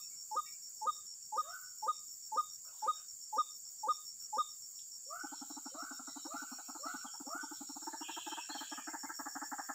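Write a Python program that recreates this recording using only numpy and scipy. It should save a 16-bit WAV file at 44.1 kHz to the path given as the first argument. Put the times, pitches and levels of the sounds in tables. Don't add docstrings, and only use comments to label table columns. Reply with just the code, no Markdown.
import sys
import numpy as np
from scipy import signal
from scipy.io import wavfile
from scipy.ndimage import uniform_filter1d, map_coordinates

SR = 44100
rng = np.random.default_rng(int(sys.argv[2]) if len(sys.argv) > 2 else 0)


def to_wav(s):
    ch = np.atleast_2d(s).T
    pcm = np.round(np.clip(ch, -1, 1) * 32767)
    wavfile.write(sys.argv[1], SR, pcm.astype(np.int16))


def gain_from_decibels(decibels):
    exponent = np.asarray(decibels, float) / 20
    return 10 ** exponent


N = 429534

# pitch_hz, level_db (per Hz)
AIR_SPECTRUM = [(12, -40), (20, -10), (30, -29), (64, -2.5), (113, -1.5), (569, -13), (742, -13),
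                (1240, -10), (1440, -10.5), (1920, -15), (4000, -16.5), (5200, -48.5), (8800, -120)]
# start_s, length_s, level_db, centre_hz
GRASS_BRUSHES = [(0.348, 0.15, -81.5, 253), (0.846, 0.26, -83, 450), (1.41, .06, -71, 1550),
                 (1.416, 0.18, -80, 3220), (1.865, 0.097, -73, 520), (1.934, 0.12, -86.5, 2370),
                 (2.643, 0.094, -70, 1350), (2.654, 0.084, -75.5, 620), (2.678, 0.071, -81.5, 2600),
                 (2.719, 0.11, -77, 950), (2.724, 0.21, -78.5, 3700), (2.803, 0.088, -67.5, 1400),
                 (2.842, 0.075, -77.5, 2500), (2.927, 0.12, -80.5, 750), (2.94, .12, -73.5, 1450),
                 (2.969, 0.086, -77, 2900), (4.205, 0.039, -78.5, 1450), (4.209, 0.073, -81, 2960),
                 (4.79, 0.0067, -63.5, 3480)]
# time_s, cicada_db, katydid_db
INSECT_LEVELS = [(0.0, -50.5, -60.5), (1.06, -51.5, -64.5), (1.08, -52, -69), (1.46, -52, -63.5),
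                 (7.81, -50.5, -65), (9.74, -51, -61)]
# pitch_hz, level_db (per Hz)
CICADA_SPECTRUM = [(4000, -47), (4300, -23.5), (4650, -14), (5100, -21.5), (5550, -5), (6180, -23),
                   (6550, -6), (6800, 1.5), (7200, 3.5), (7600, 0), (8300, -12.5), (9900, -33.5),
                   (11000, -17), (12500, -37)]
# pitch_hz, level_db (per Hz)
KATYDID_SPECTRUM = [(7240, -59), (12300, -14.5), (13000, -17.5), (14000, 1.5), (14400, 2.5), (15000, 1),
                    (15600, -2.5)]
# start_s, pitch_hz, level_db, length_s, glide (share of pitch)
WHISTLES = [(0.006, 2620, -72, .05, .08), (0.105, 2220, -71, .035, 0), (0.452, 1930, -66, .03, .01),
            (0.462, 2300, -61, .035, 0), (0.45, 2720, -71, .05, -.03), (0.47, 2480, -72, .03, 0),
            (0.52, 2320, -68, .03, .01), (1.482, 1940, -76, .046, 0), (5.32, 4300, -66, .067, 0),
            (5.529, 3900, -66, .05, 0), (5.69, 3080, -72, .04, 0), (5.755, 3900, -66, .04, 0),
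            (6.08, 1990, -70, .028, 0), (6.17, 3080, -71, .05, 0), (6.52, 4270, -61, .033, 0),
            (6.59, 3900, -68, .04, 0), (6.768, 4230, -66, .05, 0), (6.855, 4300, -60, .05, 0),
            (6.862, 2006, -65, .047, .04), (7.061, 3260, -57, .029, -.08), (8.008, 2900, -56, .05, .06),
            (8.02, 3260, -55, .088, 0), (8.098, 3790, -59, .06, 0), (8.117, 3200, -52, .065, -.04),
            (8.191, 3110, -51, .053, -.05), (8.295, 3170, -46, .041, 0), (8.375, 2630, -57, .05, 0),
            (8.494, 4250, -47, .024, .1), (8.52, 4350, -49, .03, 0), (8.513, 3310, -52, .035, -.03),
            (8.576, 3190, -46, .028, -.01), (8.7, 3100, -62, .06, 0), (8.73, 2640, -60, .03, 0),
            (8.78, 2380, -64, .06, 0), (8.881, 2100, -60, .05, 0), (9.05, 2084, -58, .03, 0)]
# start_s, length_s, level_db, lowest_hz, highest_hz
FLOCK_BOUTS = [(5.2, 5.9, -83.5, 2050, 3800), (8.36, .26, -66.5, 2250, 3050), (8.38, .14, -71, 3500, 4400),
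               (5.24, .22, -75, 2900, 3600), (5.3, .3, -72, 3750, 4500), (5.62, .4, -72, 3700, 4500),
               (6.02, .46, -67, 3680, 4400), (6.3, .4, -77, 2200, 3300), (6.45, .4, -71, 4150, 4600),
               (6.84, .18, -67, 3650, 4500), (6.84, .16, -70, 2300, 3500), (7.36, .26, -74, 3000, 3650),
               (7.5, .5, -71, 3700, 4500), (8.02, .42, -55.5, 2500, 3500), (8.06, .3, -64.5, 3500, 4300),
               (8.5, .16, -59, 3950, 4600), (8.52, .2, -66, 3450, 3800), (8.58, .24, -60, 2850, 3400),
               (8.6, .32, -69, 2300, 2800)]
# start_s, strokes (count)
ODD_CHIRPS = [(0.007, 6), (0.459, 7), (1.061, 7), (1.222, 4), (1.353, 5), (1.491, 4), (1.631, 8), (1.78, 6),
              (2.222, 5), (2.343, 6), (2.646, 4), (2.79, 5), (3.081, 3), (3.209, 6), (3.648, 4), (3.783, 4),
              (4.487, 4), (4.618, 4), (4.913, 5), (5.194, 7), (5.785, 5), (6.803, 7), (7.411, 4), (7.53, 4),
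              (7.668, 7), (8.111, 5), (8.271, 6), (8.407, 5), (9.433, 4), (9.586, 6)]
# start_s, level_db
WHOOP_CALLS = [
    (1.411, -60),
    (5.06, -56.5),
    (5.712, -57),
    (6.256, -57),
    (6.79, -55.5),
    (7.25, -56),
]
# start_s,
# peak_db, pitch_hz, third_overtone_db
CROAKS = [(5.242, -42, 304, -2), (5.324, -46, 296, 0.5), (5.42, -43, 291, -8), (5.507, -45, 285, -8),
          (5.572, -44.5, 293, -4.5), (5.663, -43, 286, -5.5), (5.751, -47, 280, -9),
          (5.829, -46, 279, -11), (5.914, -45.5, 287, -9), (5.999, -48.5, 259, -9),
          (6.082, -46.5, 277, -11), (6.167, -44, 291, -5), (6.256, -42, 291, -5.5),
          (6.344, -42, 285, -4.5), (6.424, -45, 285, -7), (6.522, -44, 268, -8),
          (6.592, -60, 290, 7.5), (6.692, -47, 265, -6), (6.756, -48.5, 310, -1.5),
          (6.859, -45, 278, -5), (6.945, -42, 286, -5), (7.05, -47, 267, -2.5), (7.144, -72, 316, 21),
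          (7.207, -44, 291, -9), (7.273, -43.5, 275, -5), (7.352, -43, 283, -6),
          (7.436, -42.5, 297, -3), (7.517, -43.5, 302, -5.5), (7.612, -42.5, 283, -9.5),
          (7.698, -44.5, 288, -7),
          (7.765, -47.5, 290, -2.5), (7.825, -51.5, 304, -2.5), (7.875, -42, 315, 4.5),
               (7.936, -46, 318, 4.5), (8.014, -42, 309, -2), (8.093, -46.5, 313, 3), (8.173, -46, 321, 3),
               (8.271, -43.5, 315, 2.5), (8.324, -44, 316, 2.5), (8.378, -50.5, 309, 9),
               (8.5, -45, 303, -1.5), (8.553, -46, 294, 5), (8.614, -45.5, 293, 1.5),
               (8.724, -43, 293, -0.6), (8.783, -48, 278, -2), (8.879, -43, 302, -4),
               (8.941, -45, 301, 0.3), (9.041, -43.5, 293, -4), (9.099, -50, 312, 1.5),
               (9.199, -43.5, 289, -1.5), (9.265, -45, 281, 4), (9.361, -43, 282, 0.6),
               (9.423, -43.5, 294, 1.5), (9.524, -43.5, 285, 2.5), (9.592, -49, 290, 7.5),
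               (9.696, -45, 269, 2.5)]
# time_s, resonance_hz, rasp_db
BILL = [(5.2, 1400, -50), (5.6, 1400, -51), (5.85, 1390, -45.5), (6.3, 1380, -48.5), (7.06, 1400, -44),
        (7.13, 1400, -56), (7.4, 1400, -48), (7.83, 1400, -56), (7.87, 1650, -46), (8.9, 1690, -40),
        (9.7, 1710, -36.5)]
# pitch_hz, level_db
THROAT_SPECTRUM = [(560, -24), (670, -2), (900, -5), (1100, -9), (1330, 2.5), (1500, -22), (1650, -50)]
# start_s, peak_db, upper_step_db, third_overtone_db, late_swell_db
RINGING_NOTE = (-.165, -43, 0, -26, 0)
# start_s, peak_db, upper_step_db, third_overtone_db, late_swell_db
TWO_STEP_NOTES = [
    (0.318, -40, 0, -28.5, 0.3),
    (0.821, -40, 0.5, -24.5, 0.8),
    (1.329, -38.5, -0.5, -29.5, 0.5),
    (1.831, -38.5, -0.5, -27.5, 0.2),
    (2.325, -38.5, 1, -28.5, 1),
    (2.829, -37, -1, -26, 0.8),
    (3.333, -37, 0, -26, 1.5),
    (3.838, -37.5, 0, -26, 0.5),
    (4.334, -37.5, -0.5, -22.5, 0.8),
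]


def unit(x):
    return x / np.sqrt(np.mean(x ** 2) + 1e-20)


def curves(rows, t):
    s, *columns = np.transpose(rows)
    return [np.interp(t, s, column) for column in columns]


def wobble(rate, size=N):
    knots = rng.standard_normal(int(size * rate / SR) + 4)
    return map_coordinates(knots, [np.arange(size) * rate / SR])


def tone_phase(hz):
    return 2 * np.pi * np.cumsum(hz) / SR


def hiss(spectrum, patchy_db=0, size=N, order=9):
    hz, _, z = signal.stft(rng.standard_normal(size + 2048), SR, nperseg=1024)
    patches = uniform_filter1d(rng.standard_normal(z.shape), size=order, axis=0)
    patches = unit(uniform_filter1d(patches, size=4, axis=1))
    f, db = np.transpose(spectrum)
    colour_db = np.interp(np.log(hz + 1), np.log(f), db, left=-120, right=-120)
    coloured = z * gain_from_decibels(colour_db[:, None] + patchy_db * patches)
    return unit(signal.istft(coloured, nperseg=1024)[1][:size])


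def hump(hz, width):
    return [(hz * (1 - 2 * width), -30), (hz * (1 - width), -6), (hz, 0),
            (hz * (1 + width), -9), (hz * (1 + 2 * width), -45)]


def swell_db(t, start, attack, hold, release, db):
    rise = np.clip((t - start) / attack, 0, 1)
    fall = np.clip((t - start - attack - hold) / release, 0, 1)
    shape = np.sin(np.pi / 2 * rise) * np.cos(np.pi / 2 * fall)
    return db + 20 * np.log10(shape ** 2 + 1e-4)


def add(track, s, x):
    start = round(s * SR)
    x = x[max(-start, 0):]
    part = track[max(start, 0):][:len(x)]
    part += x[:len(part)]


def echo(x, t60, onset, reach=1, lumps_db=0):
    t = np.arange(SR // 2) / SR
    shape = gain_from_decibels(-60 * t / t60) * (1 - np.exp(-t / onset)) * np.exp(-(t / reach) ** 4)
    tail = rng.standard_normal(len(t)) * shape * gain_from_decibels(lumps_db * wobble(45, size=len(t)))
    return signal.fftconvolve(x, tail / np.linalg.norm(tail))


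def air_and_grass():
    out = gain_from_decibels(-79.5) * hiss(AIR_SPECTRUM, patchy_db=3)
    for s, length, db, hz in GRASS_BRUSHES:
        u = np.linspace(0, 1, max(round(length * SR), 64))
        crumbs = gain_from_decibels(db + 3 * wobble(150, size=len(u))) * np.sin(np.pi * u ** .6)
        brush = crumbs * hiss(hump(hz, width=.19), patchy_db=3, size=len(u), order=2)
        add(out, s, brush)
        add(out, s, gain_from_decibels(-3) * echo(brush, t60=.23, onset=.006))
    return out


def insects():
    cicada_db, katydid_db = curves(INSECT_LEVELS, np.arange(N) / SR)
    cicadas = gain_from_decibels(cicada_db + .35 * wobble(70)) * hiss(CICADA_SPECTRUM, patchy_db=1, order=2)
    bursts = unit(gain_from_decibels(1.9 * wobble(18) + 1.2 * wobble(37) + 1.5 * wobble(200)))
    return cicadas + gain_from_decibels(katydid_db) * bursts * hiss(KATYDID_SPECTRUM, patchy_db=-1)


def flock(low_hz, high_hz, level, count):
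    size = len(level)
    homes_hz = np.linspace(low_hz, high_hz, count)
    weaker_db = 6 * np.linspace(-1, 1, count) ** 2
    voices = np.zeros(size)
    for home_hz, down_db in zip(homes_hz, weaker_db):
        pitch = home_hz * (1 + .012 * wobble(9, size=size) + .019 * wobble(250, size=size))
        voices += gain_from_decibels(5 * wobble(30, size=size) - down_db) * np.sin(tone_phase(pitch))
    return echo(level * unit(voices), t60=.2, onset=.004)


def songbirds():
    out = np.zeros(N)
    for s, hz, db, length, glide in WHISTLES:
        u = np.linspace(0, 1, max(round(length * SR), 64))
        pitch = hz * (1 + glide * (u - .5) + .021 * wobble(300, size=len(u)))
        whistle = gain_from_decibels(db) * np.sin(np.pi * u) ** .5 * np.sin(tone_phase(pitch))
        add(out, s, gain_from_decibels(.5) * whistle)
        add(out, s, gain_from_decibels(-1.5) * echo(whistle, t60=.33, onset=.003, lumps_db=2.5))
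    for s, length, db, low_hz, high_hz in FLOCK_BOUTS:
        t = np.arange(SR * (int(length) + 1)) / SR
        level = gain_from_decibels(swell_db(t, 0, .03, .75 * length, .3 * length, db))
        add(out, s, flock(low_hz, high_hz, level, count=9))
    return out


def chirp_times(strokes_per_s):
    usual_strokes, rest_s = 6, .076
    usual_s = usual_strokes / strokes_per_s
    rows = []
    for (s, strokes), (due, _) in zip(ODD_CHIRPS, ODD_CHIRPS[1:]):
        end = s + strokes / strokes_per_s
        count = round((due - end - rest_s) / (usual_s + rest_s))
        rest = (due - end - count * usual_s) / (count + 1)
        rows.append((s, strokes))
        rows += [(end + rest + k * (usual_s + rest), usual_strokes) for k in range(count)]
    return rows + ODD_CHIRPS[-1:]


def cricket():
    strokes_per_s = 84
    out, t = np.zeros(N), np.arange(SR // 9) / SR
    for s, strokes in chirp_times(strokes_per_s):
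        done = strokes_per_s * t / strokes
        stroke = np.sin(np.pi * strokes_per_s * t)
        beat = stroke * np.abs(stroke) * (done < 1) * np.minimum(1, .6 + 4 * done)
        sag_hz = 450 * (.5 - strokes_per_s * t % 1)
        ring = np.sin(tone_phase(5500 + 40 * done + sag_hz + 45 * wobble(170, size=len(t))))
        level_db = -47.6 + .7 * rng.standard_normal() + .88 * wobble(80, size=len(t))
        chirp = gain_from_decibels(level_db) * beat * ring
        add(out, s, chirp)
        add(out, s, gain_from_decibels(-6) * echo(chirp, t60=.083, onset=.0017))
    return out


def whoops():
    base_hz, rise_hz, rise_s, bend = 485, 285, .158, 1.08
    grows_db_per_s = 100
    out, t = np.zeros(N), np.arange(SR // 5) / SR
    hz = base_hz + rise_hz * np.sin(np.pi / 2 * np.minimum(t / rise_s, 1)) ** bend
    first_db = swell_db(t, start=0, attack=.01, hold=.065, release=.055, db=-3) + grows_db_per_s * t
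    second_db = swell_db(t, start=.028, attack=.012, hold=.074, release=.036, db=7.5)
    second_db += .15 * grows_db_per_s * t
    phase = tone_phase(hz)
    first = gain_from_decibels(first_db + 1.5 * wobble(90, size=len(t))) * np.sin(phase)
    for s, db in WHOOP_CALLS:
        hoarse = phase + .28 * wobble(140, size=len(t))
        overtones = np.sin(2 * hoarse) + gain_from_decibels(-30.5) * np.sin(3 * hoarse) + gain_from_decibels(-36) * np.sin(4 * hoarse)
        upper = gain_from_decibels(second_db) * overtones
        first_echo = gain_from_decibels(-7.5) * echo(first, t60=.21, onset=.01)
        upper_echo = gain_from_decibels(5) * echo(upper, t60=.48, onset=.0063, reach=.5)
        add(out, s, gain_from_decibels(db) * (first + gain_from_decibels(-13) * upper))
        add(out, s, gain_from_decibels(db) * (first_echo + upper_echo))
    return out


def chatter():
    usual_db, rasp_shrinks = -45, .3
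    open_buzz, shut_hz = .3, 1550
    throat_pull_hz, third_scoop, third_scoop_s = 295, .16, .011
    out, t = np.zeros(N), np.arange(SR // 22) / SR

    def swell(start, length, skew):
        return np.sin(np.pi * np.clip((t - start) / length, 0, 1) ** skew)

    for s, db, hz, third_db in CROAKS:
        turn, bend, drag = rng.uniform(size=3)
        bill_hz, rasp_db = curves(BILL, s)
        rasp_db -= rasp_shrinks * np.clip(db - usual_db, -5, 5)

        scoop = 1 + 5.5 * (bend - .55) * (t - .018)
        phase = 2 * np.pi * turn + tone_phase(hz * (scoop + .047 * wobble(204, size=len(t))))
        low = swell(.005, .025 + .006 * bend, .75) ** 2 * np.sin(phase)

        rise = 1 - third_scoop * (.4 + drag) * np.exp(-t / third_scoop_s) + .048 * wobble(204, size=len(t))
        throat = 2 * np.pi * bend + tone_phase((hz + throat_pull_hz) / 2 * rise)
        third_level = swell(.003, .031 + .01 * drag, .95) ** 1.3 * gain_from_decibels(2.6 * wobble(258, size=len(t)))
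        voice = gain_from_decibels(db) * (low + gain_from_decibels(third_db) * third_level * np.sin(3 * throat))

        gate = swell(.001, .036, .68)
        lines = (1 - drag) * np.sin(4 * phase) + drag * np.sin(5 * phase + turn)
        grit = .9 * lines + .9 * hiss(THROAT_SPECTRUM, patchy_db=4, size=len(t), order=3)
        rasp = gain_from_decibels(rasp_db - 8.5) * gate * (1 + .25 * np.cos(phase)) * grit
        buzz = 1 + open_buzz * (bill_hz > shut_hz) * np.cos(phase)
        bill = gain_from_decibels(rasp_db - 12) * gate * buzz * hiss(hump(bill_hz, width=.085), size=len(t))

        start = s - .012
        add(out, start, voice + rasp + bill)
        add(out, start, gain_from_decibels(-16) * echo(voice, t60=.12, onset=.017, lumps_db=3))
        add(out, start, gain_from_decibels(-10) * echo(rasp, t60=.13, onset=.017))
        add(out, start, gain_from_decibels(-3.5) * echo(bill, t60=.3, onset=.004, lumps_db=3))
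    return out


def two_step_notes():
    low_hz, high_hz, sag_hz_per_s = 858, 1250, 2300
    step_s, step_takes_s = .025, .036
    break_top_hz = 1060
    husk_db = -34
    lead_s = .012
    out, t = np.zeros(N), np.arange(SR // 8) / SR - lead_s
    step = np.sin(np.pi / 2 * np.clip((t - step_s) / step_takes_s, 0, 1)) ** 2
    hz = low_hz + (high_hz - low_hz) * step - sag_hz_per_s * np.maximum(t - step_s - step_takes_s, 0)
    low_db = swell_db(t, start=-.0095, attack=.013, hold=.031, release=.010, db=2)
    upper_db = swell_db(t, start=.0415, attack=.013, hold=.018, release=.021, db=10.4)
    break_db = swell_db(t, start=.032, attack=.008, hold=.009, release=.012, db=-4.5)
    half_db = np.maximum(break_db, np.maximum(low_db, upper_db - 18) + husk_db)
    late = np.clip((t - .062) / .01, -1, 1)
    for s, db, step_db, third_db, late_db in [RINGING_NOTE, *TWO_STEP_NOTES]:
        phase = tone_phase(hz * (1 + .0054 * wobble(90, size=len(t))))
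        level = gain_from_decibels(low_db) + gain_from_decibels(upper_db + step_db + late_db * late)
        level = level * gain_from_decibels(.58 * wobble(120, size=len(t)))
        held = tone_phase(np.minimum(hz, break_top_hz))
        half = gain_from_decibels(half_db) * (np.sin(held / 2) + gain_from_decibels(-19) * np.sin(held * 3 / 2))
        clack_noise = hiss([(180, -14.5), (280, -4.5), (600, -16), (1700, -26.5)], size=len(t))
        clack = gain_from_decibels(half_db / 2 - 19.5) * clack_noise
        tone = gain_from_decibels(db) * (level * np.sin(phase) + half + clack)

        third_level = gain_from_decibels(db + upper_db + third_db - np.maximum(1215 - hz, 0) / 3)
        third = third_level * np.sin(3 * phase + .47 * wobble(250, size=len(t)))
        second_level = gain_from_decibels(db + upper_db - 53 + 2.1 * rng.standard_normal())
        second = second_level * np.sin(2 * phase + 1.9 * wobble(200, size=len(t)))

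        start = s - lead_s
        tone_sent = tone * (.35 + .65 * step)
        add(out, start, tone + gain_from_decibels(-.5) * third)
        add(out, start, gain_from_decibels(-25.5) * echo(tone_sent, t60=.5, onset=.02, reach=.14, lumps_db=3))
        add(out, start, gain_from_decibels(2.5) * echo(third, t60=.6, onset=.0048, reach=.15, lumps_db=2.5))
        add(out, start, echo(second, t60=.8, onset=.04, reach=.11))
    return out


def scene():
    bed = air_and_grass() + insects()
    far_birds = songbirds() + whoops()
    waterhen = chatter() + two_step_notes()
    return (bed + far_birds + cricket() + waterhen)[None]


def band_limit(x):
    return signal.sosfilt(signal.butter(12, 16600, fs=SR, output="sos"), x)


def record(dry):
    return band_limit(dry)


dry = scene()
out = record(dry)
to_wav(out)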